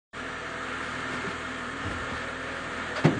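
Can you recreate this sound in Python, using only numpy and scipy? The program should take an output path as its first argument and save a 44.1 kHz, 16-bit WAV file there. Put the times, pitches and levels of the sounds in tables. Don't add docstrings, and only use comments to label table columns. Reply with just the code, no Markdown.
import sys
import numpy as np
from scipy import signal
from scipy.fft import rfft, irfft
from scipy.io import wavfile
from scipy.ndimage import uniform_filter1d

SR = 44100
rng = np.random.default_rng(int(sys.argv[2]) if len(sys.argv) > 2 else 0)


def output_pcm(signal):
    pcm = np.clip(np.atleast_2d(signal).T, -1, 1) * 32767
    wavfile.write(sys.argv[1], SR, np.round(pcm).astype(np.int16))


def gain_from_db(level_db):
    decades = np.asarray(level_db, float) / 20
    return 10 ** decades


N = 140679
T = np.arange(N) / SR

SHAFT_HZ = 40.6
# order (multiple of the shaft rate), level in dB rms.
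SHAFT_ORDERS = [(1, -59), (2, -53), (3, -54.5), (4, -57), (6, -55), (7, -67.5), (12, -55), (15, -69)]
# frequency in Hz, level in dB rms.
HOUSING_TONES = [(212.5, -59.5), (257.5, -47.5), (425, -53.5), (660.5, -52.5), (1405, -51), (1754, -51.5)]
# time in seconds, pitch in Hz.
MESH_PITCH = [(0, 531), (.5, 531.5), (.9, 533.5), (1.5, 536.5), (2.1, 541.5), (2.45, 546), (3.19, 551)]
# order, time of greatest level in seconds, spread in seconds, level in dB rms.
MESH_PARTIALS = [(1, 2.42, 0.46, -49), (2, 1.8, 1, -52.5), (4, 0.99, 0.79, -52), (6, 1.4, 0.44, -57.5),
                 (11, 0.34, 0.2, -65), (11, 1.15, .2, -70)]
# frequency in Hz, spectral level in dB.
RUSH_SPECTRUM = [(30, -41), (70, -14.5), (200, -9), (600, -9.5), (1800, -7.5), (4600, -22), (5050, -27),
                 (9000, -32)]
# frequency in Hz, width in Hz, level in dB rms.
PANEL_MODES = [(271.3, 42, -50.5), (366, 39, -55), (496.2, 30.4, -49.5), (650.4, 45, -59), (3120, 680, -52),
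               (893, 51, -57.5), (1241, 126, -45.5), (1382, 167, -43.5), (1644, 125, -45), (1802, 104, -44),
               (2153, 120, -52.5), (6960, 1300, -58.5), (8200, 970, -64)]
RUSH_DB, SWELL_DB, FLICKER_DB = -38, 0.74, 0.77
TICK_SPREAD_DB = 2.0
# start in seconds, length in seconds, level in dB, frequency in Hz, width in Hz.
JOINT_SCRAPES = [
    (1.76, 0.17, -47.5, 2900, 350),
    (1.895, 0.046, -38, 200, 260),
    (1.28, .05, -50, 4300, 300),
    (1.1, 0.1, -38, 220, 330),
    (1.78, 0.21, -42, 200, 170),
    (2.09, 0.092, -42, 92, 100),
    (2.956, .025, -42, 4650, 250),
    (2.958, 0.022, -41, 1200, 820),
    (3.04, 0.031, -30, 1850, 490),
    (3.041, 0.035, -30.5, 660, 100),
]
# start in seconds, level in dB, frequency in Hz, 60 dB decay in seconds, contact time in seconds.
LINKAGE_KNOCKS = [(1.243, -27.5, 400, 0.088, 0.0063), (1.3, -38.5, 400, 0.14, .008),
                  (1.272, -26.5, 183, 0.069, 0.0062), (1.847, -29.5, 94.7, 0.22, 0.0095),
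                  (1.85, -35.5, 304, 0.14, 0.0052), (1.87, -36, 178, 0.087, .01),
                  (1.891, -29, 59.5, 0.14, 0.023), (1.94, -35.5, 85, 0.18, 0.015),
                  (1.98, -43, 64.7, 0.27, .015), (2.02, -35, 119, 0.098, 0.0094),
                  (2.12, -31.5, 253, 0.079, 0.0056), (1.245, -39, 230, .12, .008),
                  (1.99, -41, 50, 0.22, 0.022), (2.111, -43, 79, 0.24, 0.017),
                  (3.095, -30, 126.3, .2, .015), (3.14, -27, 129.4, .2, 0.015),
                  (3.165, -28, 120, 0.18, .01), (3.165, -29, 287, .12, 0.0092),
                  (3.115, -29, 308, .12, .008)]
RATTLE_START_S, RATTLE_LENGTH_S, RATTLE_DB = 2.957, 0.057, -33
# frequency in Hz, width in Hz, level in dB.
LATCH_MODES = [(610, 61, 5), (886, 370, -1.5), (1400, 490, 7), (2350, 660, -24), (4400, 210, -10),
               (5900, 300, -23)]
# frequency in Hz, level in dB, 60 dB decay in seconds.
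FRAME_MODES = [(129.2, -7.5, 0.24), (153.8, 3.5, 0.13), (172, -3, 0.048), (217, -4.5, 0.23),
               (261.7, -1.5, 0.17), (307.7, -4, 0.18), (340.6, -7, 0.2), (400, -8.5, 0.25),
               (532, -10, 0.16), (628, -7, .1), (712, -12.5, 0.068), (891, -11, 0.091), (1067, -11.5, .06),
               (1280, -13, 0.061)]
# start in seconds, level in dB.
IMPACTS = [
    (3.041, -22.5),
    (3.048, -15.5),
    (3.059, -24.5),
    (3.075, -23.5),
    (3.106, -33.5),
    (3.122, -29.5),
    (3.17, -38),
]


def unit(x):
    return x / np.sqrt(np.mean(x ** 2))


def band(x, hz, width):
    return signal.lfilter(*signal.iirpeak(hz, hz / width, fs=SR), x)


def walk(rate):
    hold = int(SR / rate)
    steps = np.repeat(rng.standard_normal(N // hold + 1), hold)
    return 1.46 * uniform_filter1d(uniform_filter1d(steps, hold), hold)[:N]


def decay(u, t60):
    return np.exp(-np.log(1000) * u / t60)


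def ring(start, hz, t60, contact, phase=0.):
    first = int(start * SR) + 1
    u = T[first:first + SR // 2] - start
    envelope = (1 - np.exp(-u / contact)) * decay(u, t60)
    out = np.zeros(N)
    out[first:first + len(u)] = envelope * np.sin(2 * np.pi * hz * u + phase)
    return out


def chatter():
    return rng.standard_normal(N) * gain_from_db(TICK_SPREAD_DB * rng.exponential(size=N))


def shaft():
    turn = 2 * np.pi * np.cumsum(SHAFT_HZ * (1 + 0.0017 * walk(1.866))) / SR
    out = 0
    for order, db in SHAFT_ORDERS:
        level = np.sqrt(2) * gain_from_db(db + 1.7 * walk(5.03))
        out = out + level * np.sin(order * turn + rng.uniform(0, 2 * np.pi))
    return out


def housing():
    out = 0
    for hz, db in HOUSING_TONES:
        level = np.sqrt(2) * gain_from_db(db + 2.18 * walk(14))
        out = out + level * np.sin(2 * np.pi * np.cumsum(hz + 4.98 * walk(16)) / SR)
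    return out


def whine():
    hz = np.interp(T, *np.array(MESH_PITCH).T) * (1 + .0006 * walk(8))
    turn = 2 * np.pi * np.cumsum(hz) / SR
    out = 0
    for order, peak_s, spread_s, db in MESH_PARTIALS:
        shading = np.exp(-((T - peak_s) / spread_s) ** 4)
        out = out + np.sqrt(2) * gain_from_db(db + walk(12)) * shading * np.sin(round(order) * turn)
    return out


def gears():
    f = np.fft.rfftfreq(N, 1 / SR) + 1
    hz, db = np.array(RUSH_SPECTRUM).T
    spectrum = rfft(chatter()) * gain_from_db(np.interp(np.log(f), np.log(hz), db))
    rush = 0
    for octave in range(-1, 10):
        weight = np.clip(1 - abs(np.log2(f / 40) - octave), 0, 1)
        rush = rush + gain_from_db(FLICKER_DB * walk(12)) * irfft(spectrum * weight, N)
    panels = 0
    for hz, width, db in PANEL_MODES:
        wide = 1.38 * width
        tone = unit(band(band(chatter(), hz, wide), hz, wide))
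        panels = panels + gain_from_db(db + FLICKER_DB * walk(6.08)) * tone
    return gain_from_db(SWELL_DB * walk(3.07)) * (gain_from_db(RUSH_DB) * unit(rush) + panels)


def scrapes():
    out = 0
    for start, length, db, hz, width in JOINT_SCRAPES:
        swell = np.sin(np.pi * np.clip((T - start) / length, 0, 1))
        out = out + gain_from_db(db) * unit(band(chatter(), hz, width)) * swell
    return out


def knocks():
    return sum(2 * gain_from_db(db) * ring(start, hz, t60, contact)
               for start, db, hz, t60, contact in LINKAGE_KNOCKS)


def rattle():
    u = (T - RATTLE_START_S) / RATTLE_LENGTH_S
    ticks = unit(chatter() * gain_from_db(walk(200)))
    burst = ticks * np.clip(np.minimum(u * 20, (1.4 - u) / 0.9), 0, 1)
    latch = sum(gain_from_db(db) * band(burst, hz, width) * np.sqrt(SR / 4 / width)
                for hz, width, db in LATCH_MODES)
    return gain_from_db(RATTLE_DB) * latch / 2


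def landing():
    out = 0
    for start, db in IMPACTS:
        draws = rng.standard_normal((len(FRAME_MODES), 3))
        for (hz, mode_db, t60), (gain, detune, phase) in zip(FRAME_MODES, draws):
            mode = ring(start, hz * (1 + detune / 60), t60, .002, 2 * phase)
            out = out + gain_from_db(db + mode_db + 2 * gain) * mode
    u = np.clip(T - IMPACTS[0][0] + .002, 0, None)

    def burst(db, t60, hz, width):
        return gain_from_db(db) * unit(band(chatter(), hz, width)) * (1 - np.exp(-u / 0.0044)) * decay(u, t60)

    crack = band(burst(-26, 0.1, 1600, 1700), 1800, 2000)
    clatter = burst(-28, 0.27, 750, 440) + burst(-34, .4, 1500, 1300)
    boom = band(burst(-24, 0.54, 310, 300), 280, 400)
    return out + crack + clatter + boom


def scene():
    sharp = rattle() + landing()
    impact_band = signal.butter(4, (95, 4700), "band", fs=SR, output="sos")
    bumps = signal.sosfilt(impact_band, sharp)
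    air = gain_from_db(-8) * band(band(sharp, 8100, 2800), 8100, 2800)
    return (shaft() + housing() + whine() + gears() + scrapes() + knocks() + bumps + air)[None]


def thin_treble(x):
    weak_bin, thrift, hole_share = .6, .6, .17
    edge_hz, edge_spread_hz = 9760, 380
    f, _, z = signal.stft(x, SR, "cosine", 1536)
    bins, frames = z.shape
    size = abs(z)
    thin = np.exp(-((f - 5200) / 650) ** 2) + np.clip((f - 8300) / 1000, 0, 1)
    limit = (weak_bin + thrift * thin[:, None] * rng.random(frames)) * (f[:, None] > 3000)
    weak = size < limit * uniform_filter1d(size, size=11, axis=0)
    busy = gain_from_db(np.clip(4 * walk(6)[::768], -9, 6))
    count = len(busy)
    draw = rng.random((bins // 6 + 1, frames // 2 + 1))
    draw = draw.repeat(6, axis=0).repeat(2, axis=1)
    holes = draw[:bins, :count] < hole_share * (thin + .04 * (f > 4000))[:, None] * busy
    dip = np.clip(rng.exponential(size=count) - .2, 0, 2.2).repeat(2)[:count]
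    edge = edge_hz - edge_spread_hz * dip
    keep = (f[:, None] < edge) & ~(weak[:, :count] | holes)
    keep = np.pad(keep, ((0, 0), (0, frames - count)), mode="edge")
    return signal.istft(z * keep, SR, "cosine", 1536)[1][:N]


def roll_off(x):
    return signal.sosfilt(signal.butter(12, 9980, fs=SR, output="sos"), x)


def record(dry):
    opened = dry[0] * np.clip((T - 0.13) / 0.036, 0, 1) ** 0.53
    mix = thin_treble(opened)[None]
    return roll_off(mix)


dry = scene()
out = record(dry)
output_pcm(out)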